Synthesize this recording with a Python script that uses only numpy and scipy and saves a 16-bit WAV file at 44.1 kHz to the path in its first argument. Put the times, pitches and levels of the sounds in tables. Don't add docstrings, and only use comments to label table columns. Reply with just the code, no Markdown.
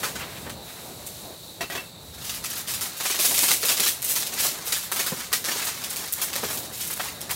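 import sys
import numpy as np
from scipy import signal
from scipy.fft import rfft, irfft, next_fast_len
from scipy.io import wavfile
from scipy.ndimage import uniform_filter1d

SR = 44100
rng = np.random.default_rng(int(sys.argv[2]) if len(sys.argv) > 2 else 0)


def attenuation_scalar(level_db):
    decades = np.asarray(level_db, float) / 20
    return 10 ** decades


def put_to_file(sound):
    columns = np.atleast_2d(sound).T
    safe = np.clip(columns, -1, 1)
    whole_steps = np.round(safe * 32767)
    wavfile.write(sys.argv[1], SR, whole_steps.astype(np.int16))


N = 324135
T = np.arange(N) / SR
TAIL_SAMPLES = 8000


def level(x, db):
    return x * attenuation_scalar(db) / np.sqrt(np.mean(x ** 2))


def curves(table):
    s, *columns = np.transpose(table)
    return [np.interp(T, s, c) for c in columns]


def band(x, edges_hz, order=2):
    sos = signal.butter(order, np.clip(edges_hz, 20, 0.45 * SR), "band", fs=SR, output="sos")
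    return signal.sosfilt(sos, x)


def colour(x, points):
    hz, gain_db = np.transpose(points)
    size = next_fast_len(N)
    bins_hz = np.arange(size // 2 + 1) * SR / size
    gain = attenuation_scalar(np.interp(np.log(bins_hz + 1), np.log(hz), gain_db))
    return irfft(rfft(x, size) * gain, size)[:N]


def walk(rate_hz):
    k = int(SR / rate_hz)
    held = np.repeat(rng.standard_normal(N // k + 1), k)
    return 1.48 * uniform_filter1d(uniform_filter1d(held, k), k)[:N]


def shelter(x, t60_s, wet_db, gap_ms=2.05, rise_ms=0.96):
    paths, path_samples = 48, 662
    t = T[:TAIL_SAMPLES]
    late_s = np.maximum(t - gap_ms / 1000, 0)
    sparse = attenuation_scalar(6.5 * np.exp(-t / 0.017) * rng.exponential(size=(paths, len(t))))
    envelope = (1 - np.exp(-late_s * 1000 / rise_ms)) * attenuation_scalar(-60 * late_s / t60_s)
    echo = sparse * rng.standard_normal((paths, len(t))) * envelope
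    echo = echo * attenuation_scalar(wet_db) / np.sqrt(np.sum(echo ** 2, axis=1, keepdims=True))
    pieces = np.append(x, np.zeros(-N % path_samples)).reshape(-1, path_samples)
    size = next_fast_len(path_samples + len(t))
    chosen = rfft(echo, size)[rng.integers(0, paths, len(pieces))]
    wet = irfft(rfft(pieces, size) * chosen, size)
    out = np.append(x, np.zeros(2 * size))
    for k, piece in enumerate(wet):
        out[k * path_samples:k * path_samples + size] += piece
    return out[:N]


# time_s, hiss_db, scrape_db
STOVE_LEVELS = [(0.0, -35.5, -49), (0.2, -43, -44), (0.37, -43, -42.5), (0.53, -46.5, -54),
                (0.81, -45, -53.5), (1.2, -44.5, -58.5), (1.5, -46.5, -61), (1.79, -41, -46),
                (1.93, -49.5, -60), (2.18, -47, -60), (2.25, -42, -53)]


def stove():
    hiss_db, scrape_db = curves(STOVE_LEVELS)
    hiss = level(band(rng.standard_normal(N), (3000, 17000), order=1), 0)
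    hiss = hiss * attenuation_scalar(hiss_db + 2.0 * walk(10.93))
    scrape = level(band(rng.standard_normal(N), (600, 3200)), 0)
    scrape = scrape * attenuation_scalar(scrape_db + 2.5 * walk(24.9))
    return (hiss + scrape) * np.clip((2.6 - T) / 0.35, 0.3, 1)


# time_s, rumble_db, rush_db
RUMBLE_LEVELS = [(0, -49, -44), (.16, -40.5, -43), (.3, -49, -43.5), (.47, -40.5, -42), (.7, -49, -47.5),
                 (1.29, -48, -48), (1.45, -51, -49), (2.4, -49, -49), (2.8, -49, -48), (3.05, -53, -51.5),
                 (3.3, -52, -41.5), (4, -52.5, -48.5), (5.1, -51, -48.5), (6.3, -52, -47.5),
                 (6.45, -46, -48.5), (6.7, -49, -44.5), (7.05, -50.5, -48), (7.35, -44, -46)]


def rumble():
    low_db, rush_db = curves(RUMBLE_LEVELS)
    low = level(band(rng.standard_normal(N), (58, 200), order=3), 0) * attenuation_scalar(low_db + 0.98 * walk(7))
    rush = level(band(rng.standard_normal(N), (200, 800)), 0) * attenuation_scalar(rush_db + 2.07 * walk(14))
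    return low + rush


# centre_hz, width_hz, level_db
INSECT_BANDS = [(3850, 470, -50.5), (4370, 330, -55), (7800, 620, -60)]


def insects():
    out = np.zeros(N)
    for hz, width_hz, db in INSECT_BANDS:
        chorus = band(rng.standard_normal(N), (hz - width_hz / 2, hz + width_hz / 2))
        out += level(chorus, db) * attenuation_scalar(1.5 * walk(9.7))
    return out


def clicks(spread_db=4.5, most_db=19.5, scatter_db=3.0, bunch_db=0.5):
    clicks_per_s = 2500
    size_db = np.minimum(spread_db * rng.exponential(size=N), most_db) + bunch_db * walk(45)
    struck = rng.random(N) < clicks_per_s / SR
    train = struck * rng.choice([-1., 1.], N) * attenuation_scalar(size_db)
    return level(train * attenuation_scalar(scatter_db * rng.standard_normal(size=(3, N))), 0)


# crack_s, crack_db, swarm_db, large_fold_db, fine_crease_db (last two re middle folds)
SNAP_EVENTS = [(0.032, -18, -27, -0.5, -1), (0.1556, -25, -37, -1, -7), (0.1938, -22, -45, 0, 2),
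               (0.4965, -18, -42.5, -3, 0.5), (1.0658, -17.5, -46, -14, 9), (2.1369, -34, -47, -3, 0),
               (2.2202, -21, -53, -14, -5), (2.2445, -24, -36, -16, 1), (2.2958, -26, -36.5, -8, 0),
               (2.3415, -21, -36.5, -16, 2.5), (2.4418, -19, -31.5, -7, 0), (2.5026, -11.5, -51, -14, 5),
               (2.575, -11.5, -48, -7, 0), (2.6845, -14, -41, -4, -2), (2.7384, -17, -32.5, -11, 0.5),
               (2.81, -12.5, -31.5, -9.5, 2), (2.852, -22, -33.5, -4.5, -1), (2.9676, -22, -39.5, -21, 5),
               (3.0022, -11.5, -32.5, -3.5, -3), (3.0385, -19, -36, -19, 2), (3.0533, -7, -31, -5.5, 0),
               (3.1057, -9, -31, -12, -2), (3.145, -12, -40, -3, -2), (3.1916, -7, -27, -12, 3),
               (3.2493, -1, -28.5, -16, 4), (3.3414, -15, -32, -6, 0), (3.379, -2.5, -29, -8.5, -3),
               (3.4321, -4, -25, -6.5, -0.5), (3.483, -4.5, -24, -10, 0), (3.5092, 1.5, -28, -6, -7),
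               (3.6297, -13, -31.5, -3.5, 3), (3.6514, -6, -31, -10, 5), (3.6862, -14, -24, -7, 0.5),
               (3.7722, -7.5, -33, -11, -1), (3.7993, -0.5, -26, -9.5, 1.5), (3.8325, -10, -26.5, -10, 1),
               (3.862, -4, -27.5, -9.5, -1), (3.8726, -4, -26.5, -19, 4), (4.0205, -10, -37.5, -14, 4),
               (4.045, -18, -35.5, -22, 9), (4.0906, -6, -45, -17, 11), (4.107, -12, -40, -27, 13),
               (4.156, -8, -28, -9, 1.5), (4.224, -9.5, -50, -4.5, -6), (4.2666, -10.5, -36, -12, 2),
               (4.3363, -14, -40, -15, 4), (4.389, -11, -30.5, -22, 1), (4.4346, -9, -26.5, -8.5, 3.5),
               (4.6673, -15, -32, -9, 2), (4.7233, -2.5, -24, -8.5, -0.5), (4.829, -15, -36, -12, 2),
               (4.9172, -5, -32.5, -2, 5), (4.9619, -9, -31.5, -5.5, 2), (4.995, -9.5, -32.5, -4, 1),
               (5.0651, -17, -30, -4, -2), (5.2054, -18, -45.5, 5, -11), (5.3196, -34, -32, -1.5, -4),
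               (5.3296, 1.5, -32, -19, 2.5), (5.4434, -12.5, -30, -3, -2.5), (5.4834, -11.5, -37.5, 4, -6),
               (5.5162, -20, -32, -6.5, -6), (5.6437, -13, -47, -24, 13), (5.6866, -20, -44, 1, 1),
               (5.8399, -11, -40, -9.5, 0.5), (5.9006, -21, -43, -18, 8.5), (5.962, -23, -38.5, -18, 5.5),
               (6.0769, -13.5, -47, -4, 2), (6.1244, -7, -51, -15, 12), (6.1299, -3, -41, -21, 12),
               (6.217, -6.5, -29, -5.5, 5), (6.3318, -7, -34.5, -12, -3.5), (6.3569, -8, -36, -7, 1),
               (6.4385, -24, -31.5, -3, -3), (6.5038, -12.5, -38, -0.5, 1), (6.53, -16, -40.5, -24, 10),
               (6.5735, -8, -37, -6, 4.5), (6.7354, -24, -53, -8, -8), (6.8067, -16, -37, -13.5, 1),
               (6.8746, -13, -54, -14, 8), (6.9012, -21, -40, 0.5, 5), (6.972, -17, -52, 1, 2.5),
               (6.998, -16, -36.5, 3.5, -2), (7.0504, -16, -44, 1, -6), (7.0798, -21, -40.5, 1, -2),
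               (7.209, -16, -40, -8, 2), (7.2953, -19, -37, 0, 0), (7.3085, -12, -32, -16, 6)]


def snaps(crack_gain_db=3.5):
    crack_samples = 24
    swarm_t60_s, swarm_lead_s = 0.18, 0.0015
    flurry_db, flurry_s = 4, 0.0028
    rattle = rng.standard_normal((len(SNAP_EVENTS), crack_samples)) * np.exp(-np.arange(crack_samples) / 3)
    rattle[:, 0] = 3
    rattle = rattle / np.sqrt(np.sum(rattle ** 2, axis=1, keepdims=True))
    t = T[:TAIL_SAMPLES]
    dying_db = flurry_db * np.exp(-t / flurry_s) - 60 * t / swarm_t60_s
    cracks, swarm_power = np.zeros((2, 3, N + SR))
    for (s, db, swarm_db, fold_db, crease_db), shape in zip(SNAP_EVENTS, rattle):
        i = int(s * SR)
        share = attenuation_scalar(np.array([fold_db, 0, crease_db]))[:, None]
        cracks[:, i:i + crack_samples] += attenuation_scalar(db + crack_gain_db) * share / share.max() * shape
        j = i - int(swarm_lead_s * SR)
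        swarm_power[:, j:j + TAIL_SAMPLES] += (share * attenuation_scalar(swarm_db + dying_db)) ** 2
    return cracks[:, :N] + np.sqrt(swarm_power[:, :N]) * clicks(most_db=17.0, bunch_db=1.17)


def radiate(train, edges_hz):
    return band(train, edges_hz) * np.sqrt(SR / 2 / (edges_hz[1] - edges_hz[0]))


# freq_hz, gain_db
FILM_TONE = [(200, 0.5), (500, -6.5), (1000, -1), (2000, 1.5), (3000, 0.13), (5000, 1.24), (8000, 2.2),
             (12000, 1.3), (15500, -0.6)]


def film(sizes):
    fold = shelter(radiate(sizes[0], (318, 2260)), 0.13, 1.37)
    body = shelter(radiate(sizes[1], (2220, 7560)), 0.32, 1.0)
    crease = shelter(radiate(sizes[2], (6840, 16570)), 0.36, 1.17)
    return colour(fold + body + crease, FILM_TONE)


# start_s, level_db, pitch_hz
BOARD_KNOCKS = [(0.032, -21, 1300), (.155, -33, 1500), (0.465, -26.5, 284), (3.005, -34, 293),
                (3.1, -27, 571), (3.192, -23.5, 510), (3.246, -21, 696), (3.31, -23.5, 825),
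                (3.427, -23.5, 307), (3.63, -23, 477), (3.699, -21.5, 680), (3.796, -23, 570),
                (4.447, -23, 236), (4.729, -31, 781), (5.12, -24, 205), (5.329, -17.5, 1890),
                (5.554, -27.5, 357), (6.355, -27, 560), (6.432, -19, 196), (6.996, -22.5, 636),
                (7.308, -23.5, 1000)]


def knocks(t60_s=0.071, note_db=-13, rustle_db=-5.5):
    out, t = np.zeros(N + SR), T[:TAIL_SAMPLES]
    for s, db, hz in BOARD_KNOCKS:
        rustle = level(band(rng.standard_normal(len(t)), (0.31 * hz, 2.55 * hz), order=1), rustle_db)
        note = attenuation_scalar(note_db) * np.sin(2 * np.pi * hz * t)
        i = int(s * SR)
        out[i:i + len(t)] += attenuation_scalar(db - 60 * t / t60_s) * (note + rustle)
    return band(out[:N], (130, 4000))


# start_s, level_db, contact_ms (nominal), rim_place (0-1)
BLOWS = [(1.608, -26.5, .1, 0.27), (1.7, -32, 0.13, .29), (1.722, -30, 0.16, 0), (1.751, -28, 0.1, .43),
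         (1.777, -36, 0.14, 0.5), (1.795, -45, 0.17, 0.62)]
# freq_hz, level_db, t60_s
MODES = [(397, -5.5, 0.13), (682, 0.5, 0.073), (1136, -9, .1), (1700, -3, 0.066), (1920, -1.5, 0.075),
         (2330, -10, 0.1), (2670, 3, 0.25), (3360, -20, 0.09), (4587, -15, .1), (5680, -7, .1)]


def lid():
    out, t = np.zeros(N + SR), T[:TAIL_SAMPLES]
    for s, db, contact_ms, place in BLOWS:
        push = np.hanning(int(contact_ms * SR / 1000) + 3)
        ring = np.zeros(len(t))
        for k, (hz, mode_db, t60_s) in enumerate(MODES):
            reach = np.sin(np.pi * (k + 1) * place)
            ring += reach * attenuation_scalar(mode_db - 60 * t / t60_s) * np.sin(2 * np.pi * hz * t)
        scrape = attenuation_scalar(5.0 - 60 * t / 0.18) * band(rng.standard_normal(len(t)), (300, 5000))
        rims = attenuation_scalar(-4.0 - 60 * t / 0.14) * band(rng.standard_normal(len(t)), (5000, 16500))
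        struck = np.convolve(ring + scrape, push / push.sum())[:len(t)]
        i = int(s * SR)
        out[i:i + len(t)] += attenuation_scalar(db) * (struck + rims)
    return out[:N]


# start_s, held_s, crackle_db, large_fold_db, fine_crease_db (last two re crackle_db)
PACKET_GRIPS = [(2.174, 0.181, -47.5, -17, -2), (2.482, 0.084, -38, -5.5, 1.0),
                (2.66, 0.058, -35.5, -9, 1.5), (2.837, 0.11, -47.5, -5, -2.0), (3.02, 0.2, -36, -7, 0.5),
                (3.185, 0.35, -33.0, -17, 5), (3.606, 0.12, -33, -12.5, 0.5),
                (4.052, 0.15, -38.0, -12.0, 4), (4.301, 0.15, -38, -6.5, -5),
                (4.376, 0.076, -31.5, -9, 0.5), (4.526, 0.21, -45.5, -2.0, -3),
                (4.637, 0.16, -41.5, -7.0, 3.0), (4.915, 0.29, -42.5, -3.5, 0.5),
                (5.462, 0.22, -34.5, -4, -1.5), (5.76, 0.31, -42.5, -4.5, -0.5),
                (6.157, 0.043, -39.5, 1, 0.5), (6.256, 0.079, -43.5, -5, -3), (6.334, 0.166, -40, -4, -0.5),
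                (6.604, 0.042, -43.5, -12, 0.0), (6.715, 0.221, -43.0, -17, 5), (6.979, 0.058, -44, -5, 5)]


def crackle():
    rise_s, fade_db_per_s, resting_db = 0.021, 164, -51.5
    power = attenuation_scalar(2 * resting_db) * (T > PACKET_GRIPS[0][0]) * np.ones((3, 1))
    for s, held_s, db, fold_db, crease_db in PACKET_GRIPS:
        rise = np.clip((T - s) / rise_s, 0, 1)
        shape = rise * attenuation_scalar(-fade_db_per_s * np.maximum(T - s - held_s, 0))
        power = power + (shape * attenuation_scalar(db + np.array([[fold_db], [0], [crease_db]]))) ** 2
    return clicks() * np.sqrt(power)


def scene():
    hits = shelter(knocks() + lid(), 0.16, -0.37)
    packet = film(crackle() + snaps())
    mono = packet + hits + stove() + rumble() + insects()
    return np.array([mono, mono])


def low_pass(x):
    return signal.sosfilt(signal.butter(12, 16970, fs=SR, output="sos"), x)


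def record(dry):
    bass_cut_hz, top_hz, full_scale = 42, 15800, 0.85
    bass_cut = signal.butter(2, bass_cut_hz, "high", fs=SR, output="sos")
    heard = full_scale * np.tanh(signal.sosfilt(bass_cut, dry) / full_scale)
    steep = signal.ellip(12, 0.2, 60, top_hz, fs=SR, output="sos")
    mix = signal.sosfilt(steep, heard)
    return low_pass(mix)


dry = scene()
out = record(dry)
put_to_file(out)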